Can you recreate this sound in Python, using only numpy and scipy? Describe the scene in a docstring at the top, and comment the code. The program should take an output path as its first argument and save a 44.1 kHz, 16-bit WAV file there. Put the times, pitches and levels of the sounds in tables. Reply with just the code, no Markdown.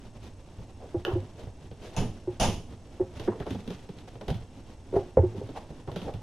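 """A small hard-floored room where kittens romp, over air noise, hum and a faint electronic whine.
Fur rustles on a blanket (coloured noise with wandering gains); twice something crashes about at the
play house (noise bursts, rattled modes). Another kitten bounds and skids over the floor (bursts of
noise, pitched squeaks). Nearest, one wrestles against the camera: soft presses ring the dull modes
of its housing and rock its stand, and one claw snaps on the shell."""
import sys
import numpy as np
from scipy import signal
from scipy.fft import rfft, irfft
from scipy.io import wavfile

SR = 44100
rng = np.random.default_rng(int(sys.argv[2]) if len(sys.argv) > 2 else 0)


def bounce(signal):
    """Save signal as a 16-bit WAV file at the path given by the first command-line argument."""
    frames = np.transpose(np.atleast_2d(signal))
    limited = np.clip(frames, -1, 1)
    pcm = np.round(limited * 32767).astype(np.int16)
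    wavfile.write(sys.argv[1], SR, pcm)


N = 274302

# Soft paws against the camera; the levels are relative, before each layer's trim:
# start_s, ring_db, ring_hz, contact_s, shudder_db
CAMERA_BUMPS = [(.943, -18, 344, 0.0097, -21), (1.068, -20.5, 357, 0.025, -37),
                (1.112, -24.5, 380, 0.014, -16), (1.152, -18, 352, 0.014, -20),
                (2.273, -20, 361, .012, -28), (2.997, -13.5, 368.4, .017, -29.5),
                (3.279, -18.5, 350.4, 0.012, -27.5), (4.926, -25.5, 397, .007, -26),
                (4.939, -18.5, 385, 0.0063, -16.5), (4.961, -11.5, 395, 0.01, -35),
                (5.170, -13.5, 469, 0.0026, -5), (5.179, -15, 419, 0.0078, -33),
                (5.229, -14, 365, 0.015, -20.5), (5.345, -30.5, 380, 0.0098, -32),
                (5.413, -28.5, 402, 0.0053, -29)]
# Colour of a pad's slap: frequency_hz, density_db (relative, per Hz)
PAD_COLOUR = [(120, -42), (280, -5), (410, 6), (600, -6), (850, -8.5), (1200, -21), (1900, -24),
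              (3500, -70)]
# Colour of claws ticking: frequency_hz, density_db (relative, per Hz)
CLAW_COLOUR = [(600, 2), (1400, 5), (2200, 1.5), (3300, 9), (4500, -1), (6400, -8), (8000, -20),
               (10000, -13.5), (13000, -18), (14500, -47)]
# Colour of a dull body rub: frequency_hz, density_db (relative, per Hz)
RUB_COLOUR = [(60, 5.5), (160, 1), (250, 2), (370, -2.5), (560, -7), (900, -12.5), (1200, -24.5),
              (2000, -30.5), (4000, -63)]
# Colour of swishing fur: frequency_hz, density_db (relative, per Hz)
SWISH_COLOUR = [(700, 7), (1500, 2.5), (2200, 1), (3200, 2), (4500, -3.5), (6300, -6.5), (8000, -15.5),
                (10000, -14.5), (13000, -23), (14500, -37)]


def amp(db):
    """Decibels to gain."""
    return 10 ** (np.asarray(db) / 20)


def evened(x):
    """Scales to rms 1."""
    return x / np.sqrt(np.mean(x ** 2) + 1e-20)


def read(points, hz):
    """Reads a table of (frequency, value) on a log-frequency axis."""
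    table_hz, value = np.transpose(points)
    return np.interp(np.log(hz + 1), np.log(table_hz + 1), value)


def add(mix, start_s, sound):
    """Mixes a sound in at its start time, cut off at the end of the mix."""
    part = mix[:, round(start_s * SR):][:, :sound.shape[-1]]
    part += sound[..., :part.shape[1]]


def noise(colour, size):
    """Coloured noise at two close microphones, alike in the bass and less so in the treble."""
    # likeness of the two microphones: frequency_hz, correlation (0 to 1)
    likeness = [(30, 0.97), (120, .98), (500, 0.98), (1200, 0.84), (3000, 0.69), (6000, 0.45),
                (12000, 0.22)]
    hz = np.fft.rfftfreq(size, 1 / SR)
    mid, side = rfft(rng.standard_normal((2, size)))
    same = np.clip(read(likeness, hz), 0, .999)
    side = side * np.sqrt((1 - same) / (1 + same))
    spectrum = np.array([mid + side, mid - side]) * amp(read(colour, hz))
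    return evened(irfft(spectrum, size))


def flutter(size, rate_hz, depth_db):
    """A gain of rms 1 that wanders in dB between random knots, rate_hz of them a second."""
    knots = rng.standard_normal(8192)
    position = np.arange(size) / SR * rate_hz
    wander = np.interp(position, np.arange(len(knots)), knots)
    return evened(amp(depth_db * wander))


def ring(t, hz, t60, contact):
    """A mode that swells while a soft paw presses, then dies away."""
    press = np.sin(np.pi * np.minimum(t / contact, 1)) ** 2
    loss_per_sample = amp(-60 / (t60 * SR))
    swell = signal.lfilter([1], [1, -loss_per_sample], press / press.sum())
    return swell * np.sin(2 * np.pi * hz * t)


def burst(colour, rise, hold, t60, room_db, room_t60, grain_db):
    """Grainy noise for many dense modes struck at once, with a room tail; rms 1 over its loud part."""
    t = np.arange(2 ** 15) / SR
    after = np.maximum(t - hold, 0)
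    direct = amp(-60 * after / t60)
    tail = amp(room_db - 60 * after / room_t60)
    attack = 1 - np.exp(-t / rise)
    grains = flutter(len(t), rate_hz=200, depth_db=grain_db)
    sound = noise(colour, len(t)) * attack * np.hypot(direct * grains, tail)
    loud = (attack * direct) ** 2
    return sound / np.sqrt(np.sum(loud * sound ** 2) / (2 * loud.sum()))


def room_tone():
    """Air as coloured noise, hum and whine as steady sines, and a thin pulsed tone."""
    # colour of the still air: frequency_hz, density_db (relative, per Hz)
    air_colour = [(15, 3), (33, -9), (65, -0.5), (100, 4), (135, -9.5), (160, -5), (195, -25.5),
                  (240, -9.5), (450, -20), (920, -20.5), (1300, -36), (2750, -41.5), (6000, -39),
                  (10500, -45.5), (15800, -81)]
    # hum and electronic whine: pitch_hz, level_db (rms)
    steady_tones = [(48.4, -68), (2730, -79.5), (3590, -87.5), (5459, -78.5), (5491, -86.5), (5900, -102),
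                    (6200, -83.5), (6401, -85.5), (6520, -84), (7171, -86), (7620, -101), (8500, -92),
                    (9491, -88.5), (9900, -102), (10541, -98)]
    t = np.arange(N) / SR
    air = amp(-49.5) * noise(air_colour, N)
    tones = np.zeros(N)
    for hz, db in steady_tones:
        tones += amp(db) * np.sqrt(2) * np.sin(2 * np.pi * (hz * t + rng.random()))
    # the tone blips once for every picture the camera takes
    buzz_hz, frame_hz = 8000, 30
    blips = np.maximum(np.cos(2 * np.pi * (frame_hz * t - .2)), 0) ** 2
    buzz = amp(-67) * blips * np.sin(2 * np.pi * buzz_hz * t)
    return air + tones + buzz


def rustle():
    """Fur drags over fleece: a faint, wavering stirring, and a swell of uneven catches per wriggle."""
    # a kitten rolls over or shoves along: start_s, length_s, rub_db, swish_db (levels at full speed)
    wriggles = [(0.186, 0.18, -48.5, -56.5), (1.052, 0.24, -37, -53.5), (3.123, .26, -43, -51),
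                (3.444, 0.23, -59, -53.5), (3.62, 0.29, -62, -53), (4.952, 0.21, -45, -54.5),
                (5.244, .42, -40.5, -54), (5.914, 0.42, -38.5, -54.5)]
    peak = 0.27  # share of a wriggle spent speeding up
    # between wriggles the heap of kittens never lies quite still
    stir_rub_db, stir_swish_db = -50, -61.5
    t = np.arange(N) / SR
    rub_power, swish_power = np.zeros(N), np.zeros(N)
    for start_s, length_s, rub_db, swish_db in wriggles:
        speed = np.interp((t - start_s) / length_s, [0, peak, 1], [0, 1, 0])
        rub_power += (amp(rub_db) * speed) ** 2
        swish_power += (amp(swish_db) * speed) ** 2
    stir = flutter(N, rate_hz=30, depth_db=3.5)
    catches = flutter(N, rate_hz=40, depth_db=3.5)
    rub_gain = np.hypot(amp(stir_rub_db) * stir, np.sqrt(rub_power) * catches)
    swish_gain = np.hypot(amp(stir_swish_db) * stir, np.sqrt(swish_power) * catches)
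    rub = noise(RUB_COLOUR, N) * rub_gain
    swish = noise(SWISH_COLOUR, N) * swish_gain
    return rub + swish * flutter(N, rate_hz=520, depth_db=2.0)


def house_rattle(length_s, knocks_per_s):
    """A quick volley of knocks rings the play house, a little differently at each microphone."""
    # panels and frame of the play house: pitch_hz, level_db (relative), t60_s
    house_modes = [(667, 6.5, 0.057), (702, 0, 0.09), (774, 1, 0.17), (894, 0, 0.1), (1195, -8, 0.22),
                   (1490, -35, .1), (2630, -6.5, 0.25), (2680, -21, 0.24), (3040, -19, 0.21),
                   (2990, -4.5, 0.15), (3080, -36, 0.16), (3200, -28, .1), (3680, -19, 0.16),
                   (3550, -8.5, 0.26), (5300, -19, .2), (5860, -24, .1), (6100, 2.5, 0.036),
                   (6920, -9.5, 0.17), (9700, -4, 0.052)]
    t = np.arange(SR // 2) / SR
    knocks = (rng.random(len(t)) < knocks_per_s / SR) * rng.choice([-1, 1], len(t))
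    volley = knocks * np.exp(-t / length_s)
    volley[0] = 1
    modes = np.zeros((2, len(t)))
    for hz, db, t60 in house_modes:
        # a random shift in time puts high modes further out of step
        shifted = t + 3e-5 * rng.standard_normal((2, 1))
        modes += amp(db - 60 * t / t60) * np.sin(2 * np.pi * hz * shifted)
    rung = signal.fftconvolve(volley[None], modes, axes=1)[:, :len(t)]
    return rung / np.std(rung[:, :round(2 * length_s * SR)])


def crashes():
    """A crack, a rattle and a hard scrape across the room; the bass builds slowly and outlasts them."""
    # crashes at the play house: start_s, length_s, boom_db, clatter_db, scrape_db (before trims)
    crash_events = [(1.963, 0.013, -27, -32.5, -40.5), (2.397, 0.045, -27, -25.5, -30.5)]
    # colour of the bass boom: frequency_hz, density_db (relative, per Hz)
    boom_colour = [(16, 3), (26, 5), (38, -2), (60, -8), (105, 3), (160, -2), (250, -7), (330, -11),
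                   (450, -13.5), (900, -67)]
    # colour of the clatter: frequency_hz, density_db (relative, per Hz)
    clatter_colour = [(100, -19), (200, 2.5), (360, -29), (500, 1.5), (680, 0), (870, 1.5), (1100, -9),
                      (1500, -13), (2300, -17), (4000, -69)]
    # colour of crack and scrape: frequency_hz, density_db (relative, per Hz)
    scrape_colour = [(800, 3.5), (1400, -21), (2100, -5), (2950, 6), (3600, -0.5), (4200, -4.5), (5200, -1),
                     (5900, -1), (6800, -1.5), (8000, -18), (9600, -5.5), (11500, -19), (13200, -20),
                     (13900, -50), (15000, -93)]
    out = np.zeros((2, N))
    to_right = amp([[-.7], [.7]])
    for start_s, length_s, boom_db, clatter_db, scrape_db in crash_events:
        crack = burst(scrape_colour, rise=0.0012, hold=0.0028, t60=0.01,
                      room_db=-18, room_t60=.1, grain_db=5)
        scrape = burst(scrape_colour, rise=0.0052, hold=length_s, t60=0.42,
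                       room_db=-3, room_t60=0.35, grain_db=0.5)
        rattle = house_rattle(length_s, knocks_per_s=600)
        clatter = burst(clatter_colour, rise=0.0086, hold=length_s, t60=0.35,
                        room_db=-15, room_t60=0.34, grain_db=1.0)
        boom = burst(boom_colour, rise=0.011, hold=length_s + 0.041, t60=0.45,
                     room_db=-25, room_t60=0.74, grain_db=-0.5)
        add(out, start_s + 0.0014, amp(scrape_db) * crack)
        add(out, start_s, amp(scrape_db - 1) * to_right * scrape)
        add(out, start_s + .002, amp(clatter_db - 6.0) * rattle)
        add(out, start_s, amp(clatter_db - 4) * clatter)
        add(out, start_s, amp(boom_db) * boom)
    return out


def paws():
    """Each landing: claws tick at once, the pad slaps, and the floor's thump is slowest to rise."""
    # paws and bodies landing: start_s, pat_db, thump_db, claw_db (before trims), thump_hz
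    steps = [(.585, -39, -38, -55, 99), (1.427, -35.5, -36.5, -68, 92.5), (1.469, -34, -36, -70.5, 99),
             (1.713, -31, -39, -50, 105), (3.197, -24.5, -37, -36.5, 106), (3.276, -12, -29, -51, 210),
             (3.4, -21, -31, -41.5, 128), (3.465, -21.5, -37.5, -45, 163), (3.506, -29.5, -27.5, -37, 223),
             (3.548, -26.5, -32, -47, 185), (3.676, -28, -31.5, -39.5, 184), (3.704, -25, -34, -40, 190),
             (3.889, -30, -36, -48.5, 184), (3.985, -49, -52, -44.5, 128), (4.153, -32.5, -40, -52, 114),
             (4.211, -26, -44, -43, 198), (4.281, -20, -28.5, -35, 133), (4.302, -35, -25, -35, 165),
             (4.343, -52, -29, -43.5, 97), (5.381, -46, -36, -53, 252), (5.49, -29, -37.5, -47, 273),
             (5.704, -34.5, -39, -72, 135), (5.875, -24, -34, -50.5, 158), (5.915, -29, -38.5, -43.5, 114),
             (5.96, -21, -31.5, -34.5, 176), (6.016, -39, -35, -40.5, 167), (6.138, -40, -31, -43.5, 119)]
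    # colour of the floor's thump: multiple of thump_hz, density_db (relative, per Hz)
    thump_shape = [(.2, -23.5), (.45, 0), (.7, -10), (1, 5), (1.4, -10.5), (2.2, -16.5), (4, -69)]
    out = np.zeros((2, N))
    for start_s, pat_db, thump_db, claw_db, hz in steps:
        thump_colour = [(hz * multiple, db) for multiple, db in thump_shape]
        tick = burst(CLAW_COLOUR, rise=0.00017, hold=0.0029, t60=0.015,
                     room_db=-7.5, room_t60=0.29, grain_db=3.5)
        slap = burst(PAD_COLOUR, rise=0.00092, hold=0.0066, t60=0.093,
                     room_db=-11.0, room_t60=0.38, grain_db=-1.5)
        thump = burst(thump_colour, rise=0.0039, hold=0.014, t60=0.093,
                      room_db=-11, room_t60=0.32, grain_db=-1)
        add(out, start_s, amp(claw_db - 6) * tick)
        add(out, start_s, amp(pat_db - 14) * slap)
        add(out, start_s, amp(thump_db - 2.5) * thump)
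    return out


def scuffs():
    """A skidding paw sticks and slips: noise around one pitch squeaks while its fur swishes."""
    # paws and claws skidding: start_s, length_s, squeak_db, squeak_hz, swish_db (before the swell)
    skids = [(.785, 0.092, -46.5, 690, -85), (1.059, 0.098, -41.5, 1030, -64),
             (1.371, 0.058, -47, 660, -53.5), (1.799, 0.12, -48, 560, -51), (1.919, 0.057, -47, 770, -54.5),
             (3.309, .03, -43, 1000, -72), (3.411, 0.029, -49.5, 1700, -58), (3.455, 0.032, -41, 800, -62),
             (4.072, 0.023, -51.5, 765, -50), (4.209, 0.016, -42, 716, -53), (4.275, 0.057, -37, 730, -50),
             (4.95, .03, -28.5, 700, -51.5), (5.549, 0.048, -39, 895, -49.5),
             (5.873, 0.038, -42.5, 910, -62), (6.068, 0.036, -33.5, 740, -69)]
    # colour of a squeak: multiple of squeak_hz, density_db (relative, per Hz)
    squeak_shape = [(.25, -30.5), (.6, 1.5), (.85, 1), (1, 2), (1.15, -4), (1.5, -16), (3, -29.5),
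                    (6, -64.5)]
    out, t = np.zeros((2, N)), np.arange(SR // 2) / SR
    for start_s, length_s, squeak_db, hz, swish_db in skids:
        stroke = np.sin(np.pi * np.minimum(t / length_s, 1)) ** 2
        echo = signal.lfilter([1], [1, -amp(-60 / (.18 * SR))], stroke)  # 0.18 s decay, as power
        swell = np.sqrt(stroke + amp(-19.5) * echo / echo.max())
        squeak = noise([(hz * multiple, db) for multiple, db in squeak_shape], len(t))
        swish = noise(SWISH_COLOUR, len(t)) * flutter(len(t), rate_hz=960, depth_db=2.0)
        add(out, start_s, swell * (amp(squeak_db) * squeak + amp(swish_db) * swish))
    return out


def claw_snap():
    """One hard tick rings the camera's plastic shell; the room returns it and the paw drags on."""
    # modes of the shell: pitch_hz, level_db (relative), t60_s
    shell_modes = [(1450, -3.5, 0.027), (1660, 0, 0.016), (2170, -23, 0.013), (2720, -3.5, 0.019),
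                   (2950, 2, 0.014), (3280, -43, .015), (4340, -26, .01), (6550, -17, 0.0084),
                   (9900, -19, 0.0045), (12800, -14, 0.0038)]
    out, t = np.zeros((2, N)), np.arange(SR // 3) / SR
    start_s, db = 1.0503, -26
    shell = sum(amp(level_db) * ring(t, hz, t60, contact=0.00022) for hz, level_db, t60 in shell_modes)
    tick = amp(db) * shell
    room_t60, room_db = .33, -2
    echoes = rng.standard_normal((2, len(t))) * amp(-60 * t / room_t60) * (t > .004)
    echoes /= np.linalg.norm(echoes[0])
    scratch = burst(CLAW_COLOUR, rise=0.00022, hold=0.0024, t60=.02,
                    room_db=-24, room_t60=.3, grain_db=4)
    drag = burst(PAD_COLOUR, rise=0.0019, hold=0.032, t60=0.16,
                 room_db=-9, room_t60=0.3, grain_db=-0.5)
    add(out, start_s, tick)
    add(out, start_s, amp(room_db) * signal.fftconvolve(tick[None], echoes, axes=1))
    add(out, start_s, amp(db - 18.5) * scratch)
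    add(out, start_s, amp(db - 9.0) * drag)
    return out


def stand_shudders():
    """The weight behind each bump rocks the camera stand in a short low thud, with little below 68 Hz."""
    lag_s, push_s = 0.01436, 0.022  # the stand gives way just after each bump
    pitch_at_0_db_hz, sag_hz_per_db = 86.7, 0.58  # it sways lower under a heavier push
    out, t = np.zeros((2, N)), np.arange(SR // 2) / SR
    for start_s, _, _, _, db in CAMERA_BUMPS:
        hz = pitch_at_0_db_hz - sag_hz_per_db * db
        sway = ring(t, hz, 0.11, push_s) + amp(-20) * ring(t, 110, 0.58, push_s)
        add(out, start_s + lag_s, amp(db) * sway)
    low_cut = signal.butter(4, 68, "high", fs=SR, output="sos")
    return signal.sosfiltfilt(low_cut, out)


def camera_bumps():
    """A paw presses the housing's main mode; its first touch and grainy drag wake the overtones."""
    # overtones of the housing: pitch_hz, level_db (relative), t60_s
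    housing_modes = [(529.2, -5, 0.12), (594, -11, 0.069), (669, -16.5, 0.086), (810, -16.5, 0.14),
                     (887, -20.5, 0.15), (1063, -35, 0.11), (1250, -62.5, 0.052), (1373, -27, 0.046),
                     (1900, -36, 0.11)]
    # a quicker touch wakes more overtones: level at the usual contact, gain for each halving of it
    usual_contact_s, usual_db, brighter_db = .01, -4, 5.5
    out, t = np.zeros((2, N)), np.arange(SR // 2) / SR
    overtones = np.zeros(len(t))
    for hz, level_db, t60 in housing_modes:
        overtones += amp(level_db - 60 * t / t60) * np.sin(2 * np.pi * hz * t)
    pad = signal.butter(2, 1000, fs=SR, output="sos")  # a soft pad passes little above 1000 Hz
    for start_s, db, hz, contact, _ in CAMERA_BUMPS:
        overtones_db = usual_db + brighter_db * np.log2(usual_contact_s / contact)
        grains = rng.standard_normal(len(t)) * (t / contact) * np.exp(-1.5 * t / contact)
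        drive = amp(-4) * grains / np.linalg.norm(grains)
        drive[0] += amp(-7)  # first touch
        upper = signal.sosfilt(pad, signal.fftconvolve(drive, overtones)[:len(t)])
        main = ring(t, hz, 0.1, contact) + amp(-20.5) * ring(t, 358.6, 0.36, contact)
        # the pad rubs faintly over the housing, with a short tail
        drag = burst(RUB_COLOUR, rise=.002, hold=contact, t60=.1, room_db=-6, room_t60=.3, grain_db=3)
        add(out, start_s, amp(db) * main)
        add(out, start_s + 0.0011, amp(db + overtones_db) * upper)
        add(out, start_s, amp(db + overtones_db - 18) * drag)
    return out


def scene():
    """Everything in the room, from the background to the bumped camera."""
    background = room_tone() + rustle() + crashes()
    floor = paws() + scuffs()
    camera = claw_snap() + stand_shudders() + camera_bumps()
    return background + floor + camera


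def record(dry):
    """The right microphone is a little stronger in the bass, the left in the top; then the band limit."""
    # balance of the microphones: frequency_hz, tilt_db (right gains it, left loses it)
    balance = [(30, 1), (150, 0.73), (500, 0.46), (1200, 0), (4000, 0.1), (12000, -0.6)]
    edge_hz = 15750
    tilt_db = read(balance, np.fft.rfftfreq(N, 1 / SR))
    heard = irfft(rfft(dry) * amp(np.array([-tilt_db, tilt_db])), N)
    band_limit = signal.firwin(511, edge_hz, window=("kaiser", 9), fs=SR)
    return signal.oaconvolve(heard, band_limit[None], "same")


dry = scene()
out = record(dry)
bounce(out)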